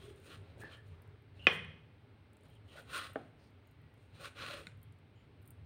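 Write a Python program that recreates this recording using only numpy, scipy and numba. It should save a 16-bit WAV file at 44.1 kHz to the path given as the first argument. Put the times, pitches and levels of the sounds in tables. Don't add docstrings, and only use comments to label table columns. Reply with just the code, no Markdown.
import sys
import numpy as np
from scipy import signal
from scipy.fft import rfft, irfft, next_fast_len
from scipy.io import wavfile
from scipy.ndimage import uniform_filter1d
from numba import njit

SR = 44100
rng = np.random.default_rng(int(sys.argv[2]) if len(sys.argv) > 2 else 0)


def invert_db(x):
    u = np.asarray(x, float) / 20
    return 10 ** u


def unload_audio(sound):
    columns = np.transpose(np.atleast_2d(sound))
    steps = np.round(np.clip(columns, -1, 1) * 32767)
    wavfile.write(sys.argv[1], SR, steps.astype(np.int16))


N = 249165
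T = np.arange(N) / SR

# moment of full pressure in seconds, level in dB, seconds to swell 20 dB,
# seconds to fade 20 dB, wetness in dB.
STROKES = [(.04, -67, .12, .09, 3), (.1, -68, .05, .06, 6), (.17, -75, .04, .1, 6), (.27, -64, .06, .12, 3),
           (.335, -59, .09, .055, 1), (.48, -72, .08, .14, -10), (.615, -67, .04, .035, 8),
           (.67, -66, .11, .08, -12), (.735, -60.5, .07, .06, -1.5), (.89, -75, .05, .1, 4),
           (1.375, -70.5, .035, 0.21, -3), (1.45, -68, .06, .03, 4), (1.546, -79, .1, 0.05, 24),
           (3.15, -72, -0.02, .18, -1), (2.46, -75.5, .08, 0.2, 3), (2.785, -60, .12, .06, 3),
           (2.965, -45, .088, .12, 1), (3.049, -53, .08, .065, -1), (3.45, -77, .12, 0.0843, 3),
           (4.0, -81, .08, 0.16, 4), (4.21, -62, .11, .1, 1.5), (4.264, -49, .06, .03, -3.5),
           (4.415, -49, .065, .2, -5), (4.52, -50.5, .14, .13, 1)]
# frequency in Hz, level in dB per Hz.
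DRAG_COLOUR = [(900, -31), (1060, -1.5), (1400, 3), (1560, -10.5), (1900, -7.5), (2120, -15.5), (2450, -9),
               (2800, -8), (3400, -9), (4150, -7.5), (4600, -16.5), (5300, -24), (6500, -34.5)]
# frequency in Hz, width in Hz, level in dB.
GRAIN_MODES = [(1100, 18, -4), (1474, 53, 4.5), (1690, 46, -5.5), (2455, 140, -1.5), (2700, 150, -7.5),
               (3340, 48, -13), (4097, 140, -12), (4950, 47, -13.5), (5760, 77, -25.5)]
# frequency in Hz, level in dB per Hz.
THRUM_COLOUR = [(110, -45.5), (180, -13.5), (220, -19.5), (285, -8), (372, -12.5), (563, -7.5),
                (689, -15.5), (1000, -22), (1300, -42), (2200, -120)]
# frequency in Hz, level in dB per Hz.
HISS_COLOUR = [(3240, -25), (5500, -6.5), (6430, -9), (7000, -2), (7290, -12.5), (8990, 4.5), (9280, -3.5),
               (10500, -13), (13000, -14), (14900, -6), (16000, -13.5)]
# dB at full pressure, dB per dB of pressure.
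RING_LAW = (1.5, 1.27)
RASP_LAW = (-1, 1.038)
THRUM_LAW = (-11.5, .55)
WET_LAW = (-12.5, 0.98)
# start in seconds, length in seconds, frequency in Hz, width in Hz, level in dB.
SQUEAKS = [(0, 0.15, 3280, 500, -69), (0.236, 0.056, 2430, 300, -74), (0.312, 0.065, 2940, 400, -63.5),
           (0.612, .1, 1700, 150, -54.5), (0.726, 0.043, 3070, 250, -59.5), (0.732, 0.1, 1720, 150, -66),
           (1.391, 0.11, 2840, 280, -58.5), (0.915, 0.34, 920, 1030, -73), (2.501, 0.059, 3103, 300, -76),
           (2.555, 0.031, 3080, 300, -71.5), (2.68, 0.16, 3080, 500, -69), (4.146, .14, 3880, 900, -73.5),
           (4.488, 0.12, 575, 49.6, -54), (4.192, 0.09, 561, 80.5, -58), (4.822, 0.092, 3180, 350, -79),
           (3.8, 0.23, 1930, 60, -82), (5.151, 0.11, 3000, 300, -80.5), (.55, .13, 330, 300, -60),
           (2.735, .12, 560, 300, -61), (4.57, .08, 420, 150, -60), (3.39, .13, 4600, 1500, -81),
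           (5.15, .12, 7000, 500, -93), (3.65, .1, 6800, 400, -94), (4.69, .05, 2000, 1500, -70)]
# start in seconds, peak in dB, contact time in ms, room level in dB.
KNOCKS = [
    (0.6349, -41.5, .25, -10.5),
    (1.4691, -5.5, 0.18, -6),
    (3.1573, -25.5, 0.21, -10),
    (4.669, -35.5, 0.1, -17),
]
# frequency in Hz, level in dB.
STRUCK_SPOTS = [(880, -7.5), (2499, 10.5), (885, -5.5), (5520, -6)]
# frequency in Hz, level in dB, seconds to die by 60 dB.
HEEL_MODES = [(410, 2, 0.063), (600, -7, 0.0078), (818, -5, 0.029), (1160, -2, .015), (1410, -2.5, .015)]
EDGE_MODES = [(160.4, -25, .3), (226, -15.5, 0.041), (363.7, -13, 0.054), (500, -11.5, .06),
              (759.6, -20, 0.067), (1116, -13, 0.035), (1450, -12, .04), (1700, -7, 0.028),
              (2070, -5.5, 0.03), (2275, -21, 0.052), (2373, -20, 0.12), (2470, 1, .05), (2663, -7, 0.021),
              (3140, -5.5, .035), (3456, -12, 0.035), (3780, -19, 0.034), (4500, -22.5, .03),
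              (5212, -23.5, 0.035), (5940, -26.5, 0.034), (6600, -39.5, 0.0144), (8700, -39.5, .015)]
FLAT_MODES = [(275, -1, 0.11), (445, 2.5, 0.054), (628, 5.5, 0.047), (800, -5.5, 0.11), (1170, -3.5, 0.021),
              (1530, 3, 0.018), (1795, -3, 0.028), (2190, -9, 0.0194), (3000, -9, .012), (3650, -23, .01)]
TIP_MODES = [(177, 0.5, 0.1), (1480, 0.5, 0.054), (1780, -2, 0.022), (2100, 4.5, 0.024), (2470, 4.5, .015),
             (3000, -4, 0.011), (3620, 2, 0.022), (4000, 6.5, 0.012), (4420, -3, 0.023), (5507, -12, .015),
             (7100, -5, .015), (8900, -4.5, 0.015)]
# start in seconds, peak in dB.
STEEL_TICKS = [(.16, -62), (.245, -63), (1.648, -62), (.2008, -63), (.416, -68), (.5814, -63), (.604, -52),
               (.7715, -63), (1.076, -65), (1.4682, -43), (2.3325, -59), (2.369, -59), (2.4089, -66.5),
               (2.4343, -60.5), (2.4552, -68.5), (2.553, -63.5), (2.98, -40), (3.9405, -67),
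               (3.9775, -67.5), (4.363, -66), (4.817, -66.5), (4.9236, -62), (4.987, -67), (5.4553, -60.5)]
# start in seconds, peak in dB.
FINGER_TICKS = [(0.6173, -55), (.6355, -57), (.8803, -64), (1.02, -54.5), (1.2215, -67), (1.4441, -55),
                (2.4844, -65.5), (2.5001, -58), (2.7931, -53), (2.82, -58), (3.1332, -51), (3.5058, -69),
                (3.6715, -57), (3.7119, -59), (3.8166, -65.5), (4.668, -58), (4.7734, -64), (4.8303, -48.5),
                (5.419, -60), (5.426, -60), (5.4424, -70), (5.4604, -57), (5.4746, -60), (5.476, -45),
                (5.5053, -41.5)]
# centre frequency in Hz, level of the lower part in dB.
STEEL_FILM = (8800, -14)
FINGER_FILM = (14100, -21)
# frequency in Hz, seconds to die by 60 dB.
WALL_DECAY = [(150, 0.9), (400, 0.28), (1200, 0.38), (2500, 0.57), (5000, 0.26), (10000, 0.12)]
# frequency in Hz, level in dB.
WALL_COLOUR = [(100, 5), (400, -2.5), (1000, 0), (2500, -1), (5000, -4), (9000, 10), (15000, 4)]
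# time in seconds, frequency in Hz, level in dB.
MOTOR_GLIDE = [(0, 390, -67), (.1, 400, -54.5), (.2, 410, -68), (.4, 406, -66), (.6, 404, -85),
               (.95, 430, -72), (1.282, 407, -72.5), (1.4, 390, -90)]
# time in seconds, level in dB.
AIR_SWELL = [(0.0, -57), (0.14, -60), (0.41, -62), (0.63, -60), (1.32, -62), (1.64, -59), (1.82, -61),
             (1.97, -66), (2.47, -63), (3.49, -66), (3.7, -65), (3.98, -66), (4.44, -62), (4.8, -61),
             (5.13, -65), (5.65, -61)]
# frequency in Hz, level in dB per Hz.
FRIDGE_COLOUR = [(15, -67), (25, -33.5), (64, -11.5), (78, -6), (92, 0), (110, -2), (129, -12.5),
                 (156, -6.5), (168, -25), (230, -24), (300, -52), (510, -120)]
# frequency in Hz, level in dB per Hz.
MURMUR_COLOUR = [(100, -56.5), (170, -8), (253, 0), (361, -8.5), (409, -3.5), (522, -12.5), (609, -14),
                 (900, -14.5), (1170, -51), (1980, -120)]
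# frequency in Hz, level in dB per Hz.
HUSH_COLOUR = [(350, -36.5), (600, -0.5), (717, -15.5), (779, -8.5), (1070, -4.5), (1660, -5), (1900, -8),
               (2070, -4.5), (4110, -14.5), (7110, -36.5), (8740, -25), (11200, -41), (14900, -30.5),
               (16000, -27)]

FULL_DB = -45
BEND = 1.6
STRIKE_T60_S = 0.019
FLUTTER_S, FLUTTER_DB = .0092, -4.5
MURMUR_DB, MURMUR_FOLLOWS = -68.5, .3
HUSH_DB = -73
TOP_HZ = 15800


def colour(x, points):
    hz, db = np.transpose(points)
    n = next_fast_len(len(x), True)
    f = np.maximum(np.arange(n // 2 + 1) * SR / n, 1)
    octaves_outside = np.maximum(np.log2(hz[0] / f), 0) + np.maximum(np.log2(f / hz[-1]), 0)
    gain = invert_db(np.interp(np.log(f), np.log(hz), db) - 60 * octaves_outside)
    return irfft(rfft(x, n) * gain, n)[:len(x)]


def unit(x):
    return x / np.sqrt(np.mean(x ** 2))


def walk(rate):
    k = int(SR / rate)
    steps = np.repeat(rng.standard_normal(N // k + 1), k)
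    return 1.4 * uniform_filter1d(uniform_filter1d(steps, k), k)[:N]


def grit(scatter_db):
    size_db = scatter_db * np.minimum(rng.exponential(size=N), 6)
    return unit(rng.standard_normal(N) * invert_db(size_db))


@njit
def svf(x, hz, width):
    y, b, l, g, k, last = np.empty(len(x)), 0., 0., 0., 0., 0.
    for i in range(len(x)):
        if hz[i] != last:
            g, k, last = np.tan(np.pi * hz[i] / SR), width / hz[i], hz[i]
        v = (b + g * (x[i] - l)) / (1 + g * (g + k))
        b, l, y[i] = 2 * v - b, l + 2 * g * v, k * v
    return y


def strokes():
    s, peak_db, swell_s, fade_s, wet_db = np.array(STROKES).T[:, :, None]
    t = T[::128]
    slope_s = np.maximum(np.where(t < s, swell_s, fade_s), .005)
    press_db = peak_db - FULL_DB - 20 * (np.abs(t - s) / slope_s) ** BEND

    def follow(law, extra_db=0):
        level = invert_db(FULL_DB + law[0] + law[1] * press_db + extra_db)
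        return np.interp(T, t, np.sqrt(np.sum(level ** 2, axis=0)))

    pressure = invert_db(1.5 * walk(110))
    slips = grit(3.4)
    rings = np.zeros(N)
    for hz, width, db in GRAIN_MODES:
        flare = invert_db(db + 3.8 * walk(30))
        rings += flare * unit(svf(slips, np.full(N, 1. * hz), 2.0 * width))
    drag = unit(colour(slips, DRAG_COLOUR)) + invert_db(-5.5) * unit(rings)
    ring = unit(colour(drag, [(200, 0), (1900, 0)]))
    rasp = unit(colour(drag, [(2000, 0), (16000, 0)]))
    thrum = unit(colour(grit(4.4), THRUM_COLOUR))
    hiss = unit(colour(grit(3.2), HISS_COLOUR) * invert_db(2.5 * walk(28)))
    scrape = follow(RING_LAW) * ring + follow(RASP_LAW) * rasp
    body = follow(THRUM_LAW, -.3 * wet_db) * thrum
    return pressure * (scrape + body + follow(WET_LAW, wet_db) * hiss)


def squeaks():
    out, slips = np.zeros(N), grit(3.5)
    for s, length, hz, width, db in SQUEAKS:
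        i, n = int(s * SR), int(length * SR)
        centre = np.full(n, 1. * hz)
        rise = np.clip(T[:n] * hz / 9, 0, 1)
        fall = np.clip((length - T[:n]) / (0.5 * length), 0, 1)
        song = svf(svf(slips[i:i + n], centre, 1. * width), centre, 1.5 * width)
        out[i:i + n] += invert_db(db) * rise * fall * unit(song)
    return out


def ring_modes(modes, strike, t, last):
    out = last * strike
    for k, (hz, db, t60) in enumerate(modes):
        out = out + (-1) ** k * invert_db(db - 60 * t / (t60 * last)) * np.sin(2 * np.pi * hz * t)
    return out


def knocks():
    near, far, t = np.zeros(N), np.zeros(N), T[:SR // 3]
    thin = signal.butter(2, 170, "high", fs=SR, output="sos")
    parts = (HEEL_MODES, EDGE_MODES, FLAT_MODES, TIP_MODES)
    for (s, db, push_ms, room_db), (strike_hz, strike_db), modes in zip(KNOCKS, STRUCK_SPOTS, parts):
        push = np.sin(np.pi * np.clip(t[:128] * 1000 / push_ms, 0, 1)) ** 2
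        strike = invert_db(strike_db - 60 * t / STRIKE_T60_S) * np.sin(2 * np.pi * strike_hz * t)
        ring = ring_modes(modes, strike, t, 1)
        crack = ring_modes(modes, strike, t, .22)
        ring = signal.sosfilt(thin, np.convolve(ring, push)[:len(t)])
        crack = signal.sosfilt(thin, np.convolve(crack, push)[:len(t)])
        size = invert_db(db) / np.max(np.abs(ring))
        i = int(s * SR)
        near[i:i + len(t)] += ring * size
        far[i:i + len(t)] += crack * size * invert_db(room_db + 11.5)
        for k in range(1, 4):
            j = i + int(k * FLUTTER_S * SR)
            near[j:j + len(t)] += crack * size * invert_db(k * FLUTTER_DB - 1.0)
    return near, far


def ticks():
    out, t = np.zeros(N), T[:2048]
    snap_s = T[30]
    rows = [tuple(row) + tuple(STEEL_FILM) for row in STEEL_TICKS]
    rows += [tuple(row) + tuple(FINGER_FILM) for row in FINGER_TICKS]
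    chance = rng.standard_normal((len(rows), len(t)))
    for (s, db, hz, low_db), noise in zip(rows, chance):
        click = (t == snap_s) + 0.2 * noise * np.exp(-np.abs(t - snap_s) / .0003)
        bright = colour(click, [(8300, -5.5), (8900, -2), (10000, -7), (12000, -2), (15800, -0.5)])
        bright = bright + 3.0 * colour(click, [(.85 * hz, 0), (1.2 * hz, 0)])
        fizz = unit(colour(noise[::-1], [(8000, -6), (8900, 4), (10500, -6), (15800, -5.5)]))
        fizz = fizz * np.exp(-t / .007) * (t > snap_s)
        dull = svf(click, np.full(len(t), 3800.), 3000.)
        snap = (bright + invert_db(low_db) * 3 * dull) / np.max(np.abs(bright))
        i = int(s * SR)
        out[i:i + len(t)] += invert_db(db) * (snap + invert_db(-21) * fizz) * invert_db(2)
    return out


def room(x):
    t = T[:SR]
    tail = 0
    for hz, t60 in WALL_DECAY:
        band = svf(rng.standard_normal(SR), np.full(SR, 1. 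* hz), 1. * hz)
        tail = tail + band * invert_db(-60 * t / t60)
    build_up = np.clip((t - .003) / 0.0073, 0, 1)
    tail = colour(tail * build_up, WALL_COLOUR)
    return signal.fftconvolve(x, tail / np.sqrt(np.sum(tail ** 2)))[:N]


def motor():
    s, hz, db = np.transpose(MOTOR_GLIDE)
    centre = np.interp(T, s, hz)
    drone = svf(svf(rng.standard_normal(N), centre, 70.), centre, 70.)
    return unit(drone) * invert_db(np.interp(T, s, db, right=-140))


def air():
    swell_db = np.interp(T, *np.transpose(AIR_SWELL))
    fridge = unit(colour(rng.standard_normal(N), FRIDGE_COLOUR)) * invert_db(swell_db + 3.8 + 1.5 * walk(19))
    murmur_db = MURMUR_DB + MURMUR_FOLLOWS * (swell_db - np.mean(swell_db))
    murmur = unit(colour(rng.standard_normal(N), MURMUR_COLOUR)) * invert_db(murmur_db + 1.1 * walk(6.0))
    hush_db = HUSH_DB + 0.27 * walk(8.1) + 2.2 * np.exp(-(T / .9) ** 4)
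    hush = unit(colour(rng.standard_normal(N), HUSH_COLOUR)) * invert_db(hush_db)
    return fridge + murmur + hush


def scene():
    near, far = knocks()
    close, snaps = strokes() + squeaks(), ticks()
    echo = room(far + invert_db(-11.5) * close + invert_db(-19) * snaps)
    return (near + close + snaps + echo + air() + motor())[None]


def band_limit(x):
    return signal.sosfilt(signal.butter(12, 16450, fs=SR, output="sos"), x)


def record(dry):
    top_cut = signal.ellip(6, .2, 22, TOP_HZ, fs=SR, output="sos")
    mix = signal.sosfilt(top_cut, dry)
    return band_limit(mix)


dry = scene()
out = record(dry)
unload_audio(out)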